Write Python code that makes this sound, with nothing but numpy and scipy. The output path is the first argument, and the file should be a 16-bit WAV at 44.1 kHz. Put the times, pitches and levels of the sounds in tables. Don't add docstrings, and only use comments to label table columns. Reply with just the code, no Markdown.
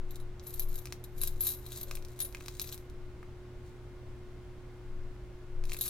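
import sys
import numpy as np
from scipy import signal
from scipy.fft import rfft, irfft, next_fast_len
from scipy.io import wavfile

SR = 44100
rng = np.random.default_rng(int(sys.argv[2]) if len(sys.argv) > 2 else 0)


def to_wav(s):
    ch = np.atleast_2d(s).T
    pcm = np.round(np.clip(ch, -1, 1) * 32767)
    wavfile.write(sys.argv[1], SR, pcm.astype(np.int16))


N = 260039
TIME = np.arange(N) / SR

# pitch_hz, level_db
MOTOR_TONES = [(84, -60), (119.6, -54), (361, -54.5), (619, -76.5), (1083, -78), (1444, -78), (2116, -79.5)]
# pitch_hz, relative_db
FAN_COLOUR = [(25, 0.5), (32, 3), (45, 3.5), (62, 0), (85, -1.5), (102, -14), (125, -4), (150, -13.5),
              (300, -14.5), (640, -22.5), (1600, -28), (2400, -32), (6000, -41.5), (16000, -52)]
# pitch_hz, likeness (1 means the same)
FAN_LIKENESS = [(30, .9), (100, 0.91), (300, 0.9), (700, 0.81), (1500, 0.56), (4000, 0.21), (12000, 0.067)]
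# start_s, length_s, relative_db
HAND_SWEEPS = [(0.0, 0.084, -32), (0.19, 0.092, -36), (0.63, 0.097, -28), (1.2, 0.16, -31.5),
               (1.92, 0.092, -35.5), (2.96, .1, -41), (4.08, .04, -43), (4.91, 0.15, -35.5),
               (5.58, 0.11, -28)]
# start_s, key_name, tick_db, middle_db, top_db, ring_s (time to fade by 60 dB)
KEY_HITS = [(0.1075, "B", -55.5, -66, -54.5, 0.064), (0.157, "A", -50.5, -60, -57, .05),
            (0.2006, "B", -59.5, -63, -66, 0.13), (0.47, "D", -53, -47, -48, .15),
            (0.5405, "A", -53, -51, -44, .11), (0.5956, "D", -41.5, -40, -35, 0.033),
            (0.6205, "B", -54, -49, -48, 0.089), (0.6872, "A", -61, -61, -49, 0.14),
            (0.7565, "A", -51, -61, -41.5, .11), (1.04, "A", -51.5, -54.5, -51, 0.044),
            (1.215, "B", -43, -37.5, -37, 0.067), (1.2354, "A", -43, -37.5, -33, 0.034),
            (1.2743, "D", -41.5, -41, -39, 0.023), (1.4075, "D", -45, -41, -30, 0.091),
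            (1.4356, "A", -59, -36, -33, 0.25), (1.469, "A", -39, -42, -30.5, 0.11),
            (1.5024, "A", -44, -40, -40, 0.18), (1.6638, "B", -51, -59, -50, 0.046),
            (1.72, "B", -47, -53, -53, 0.017), (1.7737, "D", -51, -51, -47, 0.045),
            (1.812, "A", -48.5, -53, -43, .08), (1.831, "C", -48.5, -54, -42, 0.05),
            (2.191, "C", -51, -49, -51, .03), (2.2026, "C", -37, -42, -35.5, 0.084),
            (2.216, "C", -39.5, -43, -42, 0.063), (2.223, "C", -60, -36.5, -50, 0.15),
            (2.2487, "A", -49, -58, -40, .085), (2.616, "D", -41, -46, -39, 0.035),
            (2.673, "D", -48, -65, -55, .05), (2.725, "B", -44.5, -65, -48.5, .035),
            (5.7321, "C", -43.5, -50, -44, .053), (5.7675, "A", -48, -49, -49, .089),
            (5.788, "A", -50, -57, -45, 0.022), (5.8107, "B", -37.5, -39, -32.5, 0.14),
            (5.819, "B", -43, -50, -50, 0.067), (5.858, "D", -43.5, -40, -44, 0.17),
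            (5.8795, "A", -43, -38, -44, 0.074)]
KEY_VOICES = {"A": (10600, 11995, -9.5), "B": (10540, 12540, -0.91), "C": (10343, 12465, -7),
              "D": (10660, 12690, -15.5)}
# pitch_hz, relative_db, share_of_ring_time
BENDING_TONES = [(3790, -5, .7), (3870, 0, 1.0), (3960, -2, .9), (4090, -7, .6)]
MIDDLE_TONES = [(10343, -7, 1.0), (10440, -10, .5), (10540, -3, .9), (10600, 0, 1.1), (10750, -7, .5)]
TOP_TONES = [(11995, 0, 1.1), (12060, -6, .7), (12150, -2, .8), (12320, -6, .5), (12470, -3, .9),
             (12545, 0, 1.1), (12650, -3, .8), (12720, -2, .9), (12960, -5, .5), (13200, -9, .5)]
# pitch_hz, relative_db
TICK_COLOUR = [(600, -20.5), (1500, -11), (3100, -5.5), (3750, 6.5), (5200, -1), (7000, 2.5), (9000, -0.5),
               (11200, -4.5), (13200, -27.5), (14200, 2.5), (16000, 0)]
# start_s, length_s, relative_db, looseness_db (how freely they ring)
KEY_SLIDES = [(0.12, .015, -62.5, -7), (0.469, 0.16, -56.5, 2.5), (0.694, .04, -58.5, 0),
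              (0.75, 0.017, -54, 1.5), (0.84, 0.09, -64.5, -14), (1.19, 0.062, -54.5, 1.5),
              (1.22, 0.033, -47.5, -7), (1.32, 0.054, -60.5, -11), (1.428, .1, -49, 2),
              (1.458, 0.017, -40, 0), (1.626, 0.096, -59.5, -2), (1.73, 0.046, -47.5, -9),
              (1.883, 0.073, -56, -9), (2.092, 0.08, -63, -5), (2.224, 0.042, -57, -5),
              (2.39, 0.27, -58.5, -13), (2.614, 0.11, -52.5, -4.5), (3.66, .03, -67.5, -18),
              (5.691, 0.036, -52, -14), (5.76, .05, -58, -6), (5.837, 0.037, -42.5, -4.5)]
# start_s, relative_db,
# place (0 thud, 1 clack, 2 shackle, 3 edge), falloff_db (lost per step away from that place)
LOCK_HITS = [(0.3968, -55, 2.0, 18), (0.8208, -64, 2.8, 13), (0.8565, -45, 3.1, 4.1),
             (0.8716, -48, 1.4, 12), (0.9244, -43, 1.96, 3), (1.912, -44.5, 1.55, 2),
             (1.9541, -38, 3.23, 10), (1.9715, -48, 1.45, 11), (2.0247, -60, 2.0, 3),
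             (2.0499, -48.5, 2.6, 10), (2.085, -56.5, 2.7, 8.6), (2.326, -55, 2.6, 5.4),
             (2.3483, -40.5, 0.83, 11), (2.37, -55.5, 1.2, 6), (2.4084, -48, 0.61, 12),
             (2.461, -49.5, 2.9, 3.7), (2.4832, -44, 2, 3.5), (2.5967, -32.5, 2.56, 10.5),
             (2.606, -49, 2.1, 12), (2.643, -52, 1.5, 7), (2.6912, -47.5, 2.2, 9.1), (2.7447, -45, 3, 11),
             (2.778, -49.5, 2.7, 9.3), (2.899, -60, 2.45, 5.5), (3.2295, -51, 0.1, 15),
             (5.639, -54, 1.9, 3.4), (5.6544, -50, 2.8, 8), (5.6957, -49, 1.76, 7),
             (5.7194, -39.5, 1.12, 13), (5.7381, -44, 2.9, 10), (5.7458, -44.5, 1.27, 12),
             (5.7674, -54, 1.1, 10), (5.864, -51.5, 1.4, 5.4)]
# pitch_hz, relative_db
THUD_COLOUR = [(300, -4), (550, 1.5), (800, -5), (1100, 6), (1750, 0.5), (2100, -2), (3000, -32)]
CLACK_COLOUR = [(1200, -17), (1850, -4), (2300, 6), (2600, 4), (3000, -6), (4200, -12)]
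SHACKLE_COLOUR = [(2300, -35), (3100, -12), (3700, -2.5), (4400, -4.5), (5200, -2.5), (6200, -5),
                  (7600, -9.5), (10000, -24)]
EDGE_COLOUR = [(6500, -19.5), (9000, -3.5), (11200, -4), (12800, 2), (14500, -14), (16000, -5.5)]
# start_s, length_s, level_db
FINGER_RUBS = [(1.87, 0.12, -62), (2.25, 0.022, -64.5)]


def from_db(db):
    return 10 ** (np.asarray(db) / 20)


def unit_level(x):
    return x / np.sqrt(np.mean(x ** 2) + 1e-20)


def unit_energy(x):
    return x / np.sqrt(np.sum(x ** 2, axis=-1, keepdims=True) + 1e-20)


def at_hz(table, hz):
    known_hz, values = np.transpose(table)
    return np.interp(np.log(hz + 1), np.log(known_hz), values)


def add(out, start_s, sound):
    start = round(start_s * SR)
    out[:, start:start + sound.shape[-1]] += sound[..., :N - start]


def convolve(x, response):
    return signal.fftconvolve(np.atleast_2d(x), np.atleast_2d(response), axes=-1)[:, :N]


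def narrow_noise(low_hz, high_hz):
    band = signal.butter(2, [low_hz, high_hz], "band", fs=SR, output="sos")
    return unit_level(signal.sosfilt(band, rng.standard_normal(N + SR))[SR:])


def movements(rows, rise_db_per_s, fall_db_per_s):
    curve = np.zeros(N)
    for start_s, length_s, db in rows:
        before_db = rise_db_per_s * np.maximum(start_s - TIME, 0)
        after_db = fall_db_per_s * np.maximum(TIME - start_s - length_s, 0)
        curve = np.maximum(curve, from_db(db - np.minimum(before_db + after_db, 120)))
    return curve


def computer(fan_db=-48, waver_radians=0.033):
    hum = np.zeros(N)
    for hz, db in MOTOR_TONES:
        phase = waver_radians * narrow_noise(0.9, 5.54) + rng.uniform(0, 2 * np.pi)
        hum += from_db(db) * np.sqrt(2) * np.sin(2 * np.pi * hz * TIME + phase)
    size = next_fast_len(N)
    hz = np.fft.rfftfreq(size, 1 / SR)
    shared, side = rfft(rng.standard_normal((2, size)))
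    alike = at_hz(FAN_LIKENESS, hz)
    stereo = np.sqrt(1 + alike) * shared + np.sqrt(1 - alike) * side * [[1], [-1]]
    rush = irfft(from_db(at_hz(FAN_COLOUR, hz)) * stereo, size)[:, :N]
    return hum + from_db(fan_db) * unit_level(rush)


def pushed_air(left_db=0.4, right_db=-3.4):
    phase = np.angle(signal.hilbert(narrow_noise(17, 18)))
    wave = np.sqrt(2) * np.cos(phase)
    sweeps = movements(HAND_SWEEPS, rise_db_per_s=162, fall_db_per_s=162)
    air = wave * np.maximum(sweeps, from_db(-60))
    lows_only = signal.butter(4, 25, fs=SR, output="sos")
    return signal.sosfiltfilt(lows_only, air) * from_db([[left_db], [right_db]])


def snap(colour, size=1024):
    strengths = from_db(at_hz(colour, np.fft.rfftfreq(size, 1 / SR)))
    cepstrum = irfft(np.log(strengths))
    click = irfft(np.exp(rfft(2 * cepstrum[:size // 2], size)))
    return unit_energy(click)


def contact(colour, bounce_db, bounce_s, size=2048):
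    bounces = rng.standard_normal(size) * rng.exponential(1, size) ** 2
    fade = from_db(-60 * TIME[:size] / bounce_s)
    force = from_db(bounce_db) * unit_energy(bounces * fade)
    force[0] += 1
    return unit_energy(signal.fftconvolve(force, snap(colour))[:size])


def ringing(tones, ring_s, vary_db=0, detune_hz=0, stereo_radians=1.0, size=13000):
    t = TIME[:size]
    hz, db, share = np.transpose(tones)[:, :, None]
    hz = hz + detune_hz * rng.standard_normal(hz.shape)
    db = db + vary_db * rng.standard_normal(hz.shape)
    fade_s = max(ring_s, 0.015) * share
    height = from_db(db - 60 * t / fade_s) / np.sqrt(fade_s)
    angle = 2 * np.pi * hz * t
    shift = stereo_radians * rng.standard_normal((2, len(hz)))
    sines, cosines = height * np.sin(angle), height * np.cos(angle)
    return unit_energy(np.cos(shift) @ sines + np.sin(shift) @ cosines)


def struck_key(hz, tones, ring_s, neighbours_db):
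    own = ringing([(hz, 0, 1)], ring_s)
    neighbours = ringing(tones, ring_s * 0.43, vary_db=4, detune_hz=68.6)
    return unit_energy(own + from_db(neighbours_db) * neighbours)


def key_clinks(tick_gain_db=24.5, bending_gain_db=23, middle_gain_db=27.5, top_gain_db=28.5):
    out = np.zeros((2, N))
    for start_s, key, tick_db, middle_db, top_db, ring_s in KEY_HITS:
        middle_hz, top_hz, bending_db = KEY_VOICES[key]
        tick = contact(TICK_COLOUR, bounce_db=11.5, bounce_s=0.042)
        bending = ringing(BENDING_TONES, ring_s, vary_db=2, detune_hz=129.6)
        middle = struck_key(middle_hz, MIDDLE_TONES, ring_s, neighbours_db=-2)
        top = struck_key(top_hz, TOP_TONES, ring_s, neighbours_db=-3)
        add(out, start_s, from_db(tick_db + tick_gain_db) * tick)
        add(out, start_s, from_db(tick_db + bending_db + bending_gain_db) * bending)
        add(out, start_s, from_db(middle_db + middle_gain_db) * middle)
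        add(out, start_s, from_db(top_db + top_gain_db) * top)
    return out


def sliding_keys(touches_per_s=800, spread_db=3.5, catch_db=2.5, easy_slide_db=-56):
    sizes = from_db(spread_db * np.minimum(rng.exponential(1, N), 3.5)) * rng.choice([-1, 1], N)
    catching = from_db(catch_db * narrow_noise(15, 60))
    touches = unit_level(sizes * catching * (rng.random(N) < touches_per_s / SR))
    scrapes, shakes = [], []
    for start_s, length_s, db, looseness_db in KEY_SLIDES:
        extra_db = 0.35 * (db - easy_slide_db)
        scrapes.append((start_s, length_s, db))
        shakes.append((start_s, length_s, db + extra_db + looseness_db))
    slopes = dict(rise_db_per_s=376.5, fall_db_per_s=226)
    scrape = touches * movements(scrapes, **slopes)
    shake = touches * movements(shakes, **slopes)
    out = from_db(-2) * convolve(scrape, snap(TICK_COLOUR))
    layers = [(scrape, -16.5, BENDING_TONES), (shake, -10, MIDDLE_TONES), (shake, 0, TOP_TONES)]
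    for force, db, tones in layers:
        ring = ringing(tones, ring_s=0.039, vary_db=1.5, stereo_radians=1.2)
        out = out + from_db(db) * convolve(force, ring)
    return out


def lock_knocks(gain_db=25):
    out = np.zeros((2, N))
    hz = np.linspace(200, 16000, 80)
    places = (THUD_COLOUR, CLACK_COLOUR, SHACKLE_COLOUR, EDGE_COLOUR)
    shapes = unit_energy(from_db([at_hz(colour, hz) for colour in places]))
    for start_s, db, place, falloff_db in LOCK_HITS:
        steps_away = np.abs(np.arange(len(places)) - place)
        power = from_db(db - falloff_db * steps_away) ** 2 @ shapes ** 2
        colour = np.transpose([hz, 10 * np.log10(power)])
        knock = contact(colour, bounce_db=-10, bounce_s=0.012)
        add(out, start_s, from_db(gain_db) * np.sqrt(power.sum()) * knock)
    return out


def rubbing_fingers():
    rustle = narrow_noise(low_hz=480, high_hz=620)
    return rustle * movements(FINGER_RUBS, rise_db_per_s=220, fall_db_per_s=220)


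def small_room(x, near_db=-5, near_s=0.057, room_db=-13, room_s=0.22, lag_s=0.000031, tilt_db=1.5):
    t = TIME[:16000]
    near = unit_energy(rng.standard_normal((2, len(t))) * from_db(-60 * t / near_s) * (t > 0.0005))
    room = unit_energy(rng.standard_normal((2, len(t))) * from_db(-60 * t / room_s) * (t > 0.007))
    echoes = convolve(x, from_db(near_db) * near + from_db(room_db) * room)
    delay = np.exp(-2j * np.pi * np.fft.rfftfreq(N, 1 / SR) * lag_s)
    direct = np.array([x[0], irfft(rfft(x[1]) * delay, N)])
    return (direct + echoes) * from_db([[tilt_db], [-tilt_db]])


def scene():
    handling = key_clinks() + lock_knocks() + sliding_keys() + rubbing_fingers()
    return small_room(handling) + computer() + pushed_air()


def record(dry):
    cutoff_hz = 15900
    return signal.sosfilt(signal.ellip(10, 0.2, 80, cutoff_hz, fs=SR, output="sos"), dry)


dry = scene()
out = record(dry)
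to_wav(out)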